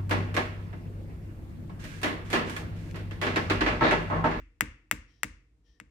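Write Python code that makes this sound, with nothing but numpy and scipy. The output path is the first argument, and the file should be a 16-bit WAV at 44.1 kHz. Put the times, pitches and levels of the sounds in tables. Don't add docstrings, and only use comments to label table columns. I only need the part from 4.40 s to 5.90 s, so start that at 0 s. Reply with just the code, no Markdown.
import sys
import numpy as np
from scipy import signal
from scipy.io import wavfile

SR = 44100
rng = np.random.default_rng(int(sys.argv[2]) if len(sys.argv) > 2 else 0)


def persist_wave(psi):
    counts = np.round(np.clip(psi, -1, 1) * 32767).astype(np.int16)
    wavfile.write(sys.argv[1], SR, np.atleast_2d(counts).T)


N = 66150
TIME = np.arange(N) / SR
TREBLE_FROM_HZ = 3500

# t/s, crust/dB, dish/dB, tick/dB, treble limit/Hz, thud/dB, boom/dB, spoon ring/dB, room/dB
TAPS = [(-0.115, -2, -2, -4, 9100, 11, 6.5, -14, -1.5), (0.2081, 1, -3, -1, 17000, 3, 0, -15, 2),
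        (0.5124, -2, -0.5, -1, 17000, 0, -2, -3.5, -1), (0.8324, -3, -5, -2, 11200, -3.5, -3.5, -15, -4.5),
        (1.4000, -23.5, -23, -22.5, 7170, -14.5, -14.5, -25, -22)]
# f/Hz, likeness (1 the same, 0 unrelated)
LIKENESS = [(60, 0.96), (130, 1), (290, 1), (640, .2), (1400, 0)]


def from_db(db):
    return 10 ** (np.asarray(db) / 20)


def pan(db):
    return from_db(np.array([[db], [-db]]) / 2)


def at_hz(points, hz, column=1):
    table = np.array(points)
    return np.interp(np.log(hz), np.log(table[:, 0]), table[:, column])


def cut(x, hz, kind, order=2):
    return signal.sosfilt(signal.butter(order, hz, kind, fs=SR, output="sos"), x + 1e-18)


def delay(x, s):
    shift, index = int(round(s * SR)), np.arange(N)
    return np.roll(x, shift, axis=-1) * ((index >= shift) & (index < N + shift))


def dying(fade_s):
    return np.exp(-np.minimum(np.log(1000) * TIME / fade_s, 40))


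def swell(t, rise_s):
    return 1 - np.exp(-np.minimum((np.maximum(t, 0) / rise_s) ** 2, 40))


def struck_tone(hz, db, fade_s):
    return from_db(db) * np.sin(2 * np.pi * hz * TIME) * dying(fade_s)


def noise_bands():
    white = rng.standard_normal((2, 2, N + SR // 4)) * np.sqrt(SR / 2)
    edges = 22 * 2 ** (np.arange(30) / 3)
    for k, (low, high) in enumerate(zip(edges, edges[1:])):
        band = signal.butter(3, [low, high], "band", fs=SR, output="sos")
        common, side = signal.sosfilt(band, white[k % 2])[:, -N:]
        hz = np.sqrt(low * high)
        alike = at_hz(LIKENESS, hz)
        yield hz, (np.sqrt(1 + alike) * common + np.sqrt(1 - alike) * side * [[1], [-1]]) / np.sqrt(2)


def steady_noise(colour):
    return sum(noise * from_db(at_hz(colour, hz)) for hz, noise in noise_bands())


def narrow_noise(hz, width_hz, db):
    band = signal.butter(2, [hz - width_hz / 2, hz + width_hz / 2], "band", fs=SR, output="sos")
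    x = signal.sosfilt(band, rng.standard_normal(N + SR // 2))[-N:]
    return from_db(db) * x / x.std()


def kitchen_background():
    # f/Hz, level/dB per Hz
    quiet_room = [(25, -112), (35, -96), (50, -76), (80, -92.5), (120, -92.5), (190, -102), (310, -102),
                  (450, -112), (700, -117), (1500, -121), (4000, -127), (8500, -130), (11000, -140),
                  (16000, -146)]
    # f/Hz, width/Hz, level/dB
    hum = [(305.7, 30, -82.5), (470.1, 20, -88.5)]
    return steady_noise(quiet_room) + sum(narrow_noise(*row) for row in hum)


def hollow_knock(tones):
    knock = -sum(pan(side) * struck_tone(hz, db, fade_s) for hz, db, fade_s, side in tones)
    knock = cut(knock, 872, "high")
    return delay(cut(knock, 3600, "low", order=4), s=0.0005)


def bright_tick():
    # f/Hz, level/dB, fade/s, left minus right/dB
    tones = [(5080, -20.5, .004, 11.5), (6400, -20, .0047, -0.5), (7620, -18.5, 0.0082, 4),
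             (9102, -15, 0.004, 1.5), (11890, -15, 0.0028, 1), (13900, -22.5, 0.0074, -2.5),
             (15390, -23, 0.0024, 1)]
    tick = sum((-1) ** k * pan(side) * struck_tone(hz, db, fade_s)
               for k, (hz, db, fade_s, side) in enumerate(tones))
    left, right = cut(tick, TREBLE_FROM_HZ, "high")
    return np.array([delay(left, s=0.000295), -right])


def spoon_ring():
    pitches = [7574, 9065, 11410, 13300]
    # level/dB, fade/s
    fades = [(-45, .17), (-45, .045), (-49, .04), (-49, .13)]
    return sum(struck_tone(hz, db, fade_s) for hz, (db, fade_s) in zip(pitches, fades))


def spoon_on_crust():
    # f/Hz, level/dB, fade/s, left minus right/dB
    crust_tones = [(1706, -31.5, 0.0082, 24), (1920, -36.5, 0.009, 4), (1968, -21.5, 0.012, 26.5)]
    # f/Hz, level/dB, fade/s, left minus right/dB
    dish_tones = [(430, -33.5, 0.038, 0.5), (615, -32.5, 0.056, 6.5), (1199, -40, .045, 1),
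                  (1327, -32, 0.054, -0.5), (2183, -26, 0.027, 12.5), (2468, -20.5, 0.009, 14.5),
                  (2667, -19.5, .009, -5), (3270, -28.5, .0085, 7), (3620, -31, 0.02, 3)]
    crust, dish = hollow_knock(crust_tones), hollow_knock(dish_tones)
    tick, ring = bright_tick(), spoon_ring()
    out = 0
    for start, crust_db, dish_db, tick_db, top_hz, _, _, ring_db, _ in TAPS:
        knock = from_db(crust_db) * crust + from_db(dish_db) * dish
        metal = cut(from_db(tick_db) * tick + from_db(ring_db) * ring, top_hz, "low")
        out = out + delay(knock + metal, start)
    return out


def table_thud():
    # f/Hz, level/dB, fade/s, rise/s
    thud_tones = [(125, -33.5, 0.14, .016), (199.2, -28.5, 0.1, 0.012), (253.7, -42.5, .25, 0.0098),
                  (305.2, -31.5, .11, 0.012), (319.4, -56, 0.4, 0.049), (471, -40, 0.098, .008)]
    # f/Hz, level/dB, fade/s, rise/s
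    boom_tones = [(45.26, -32, 0.42, 0.035), (74.3, -34.5, .3, 0.035)]
    thud, boom = (sum(struck_tone(*tone) * swell(TIME, rise_s) for *tone, rise_s in tones)
                  for tones in (thud_tones, boom_tones))
    left = sum(delay(from_db(thud_db) * thud + from_db(boom_db) * boom, start + 0.002)
               for start, *_, thud_db, boom_db, _, _ in TAPS)
    return np.array([left, delay(left, s=0.00044)])


def wall_echo(taps):
    return from_db(-15.5) * pan(db=-4) * delay(cut(taps, 7000, "low"), s=0.011)


def reflections(colour, rise_s, pan_db):
    out = 0
    for hz, noise in noise_bands():
        answer = noise * swell(TIME, rise_s) * dying(at_hz(colour, hz, column=2))
        answer = answer * from_db(at_hz(colour, hz)) * pan(pan_db * (1 - at_hz(LIKENESS, hz)))
        for start, _, _, tick_db, top_hz, *_, room_db in TAPS:
            tick_gain = from_db(tick_db) / np.hypot(1, (hz / top_hz) ** 2)
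            gain = from_db(room_db) if hz < TREBLE_FROM_HZ else tick_gain
            out = out + gain * delay(answer, start)
    return out


def room_ring():
    # f/Hz, level/dB per Hz, fade/s
    nearby = [(398, -81.5, .04), (800, -78.5, 0.076), (1290, -60.5, 0.013), (2230, -61, 0.061),
              (2860, -64, 0.013), (4100, -64, 0.013), (5400, -70, .04), (9000, -65, 0.016),
              (12000, -66, 0.01), (15900, -78, 0.073)]
    # f/Hz, level/dB per Hz, fade/s
    room = [(102, -66, 0.52), (193, -72.5, .33), (300, -77, 0.6), (425, -80.5, 0.16), (500, -80, .4),
            (615, -98, 0.39), (820, -91.5, 0.5), (1040, -80.5, 0.4), (1130, -77.5, .4), (1450, -80, .42),
            (1870, -73.5, .47), (2720, -80, 0.47), (3530, -92, 0.38), (5500, -88, .39), (9200, -88, 0.25),
            (12000, -94.5, 0.11), (16000, -103, .29)]
    return reflections(nearby, rise_s=0.00033, pan_db=6.5) + reflections(room, rise_s=0.004, pan_db=4)


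def rubbing():
    # t/s, length/s, hiss/dB, tone/dB
    rubs = [(0.662, 0.25, 1.5, -9.5), (1.231, 0.19, 0, -8)]
    # f/Hz, level/dB per Hz
    hiss_colour = [(1000, -119), (2200, -117), (3200, -110), (4400, -113), (5600, -108), (6700, -126),
                   (10000, -134)]
    # f/Hz, width/Hz, level/dB
    ringing = [(3170, 320, -80), (3850, 270, -85), (5460, 240, -77.5), (5900, 280, -82)]
    edge_s, fade_db_per_s = 0.033, 67
    hiss = steady_noise(hiss_colour) + sum(narrow_noise(*row) for row in ringing)
    tone = narrow_noise(hz=1830, width_hz=110, db=-76)
    out = 0
    for start, length, hiss_db, tone_db in rubs:
        age = TIME - start
        stroke = swell(age, edge_s) * swell(length - age, edge_s)
        hiss_gain = from_db(hiss_db - fade_db_per_s * np.maximum(age, 0))
        out = out + stroke * (hiss_gain * hiss + from_db(tone_db) * tone)
    return pan(db=9.5) * out


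def scene():
    taps = spoon_on_crust()
    return taps + wall_echo(taps) + table_thud() + room_ring() + rubbing() + kitchen_background()


def record(dry):
    softened = cut(cut(dry, 46, "high", order=4), 16200, "low")
    return signal.sosfilt(signal.ellip(10, .1, 80, 16900, fs=SR, output="sos"), softened)


dry = scene()
out = record(dry)
persist_wave(out)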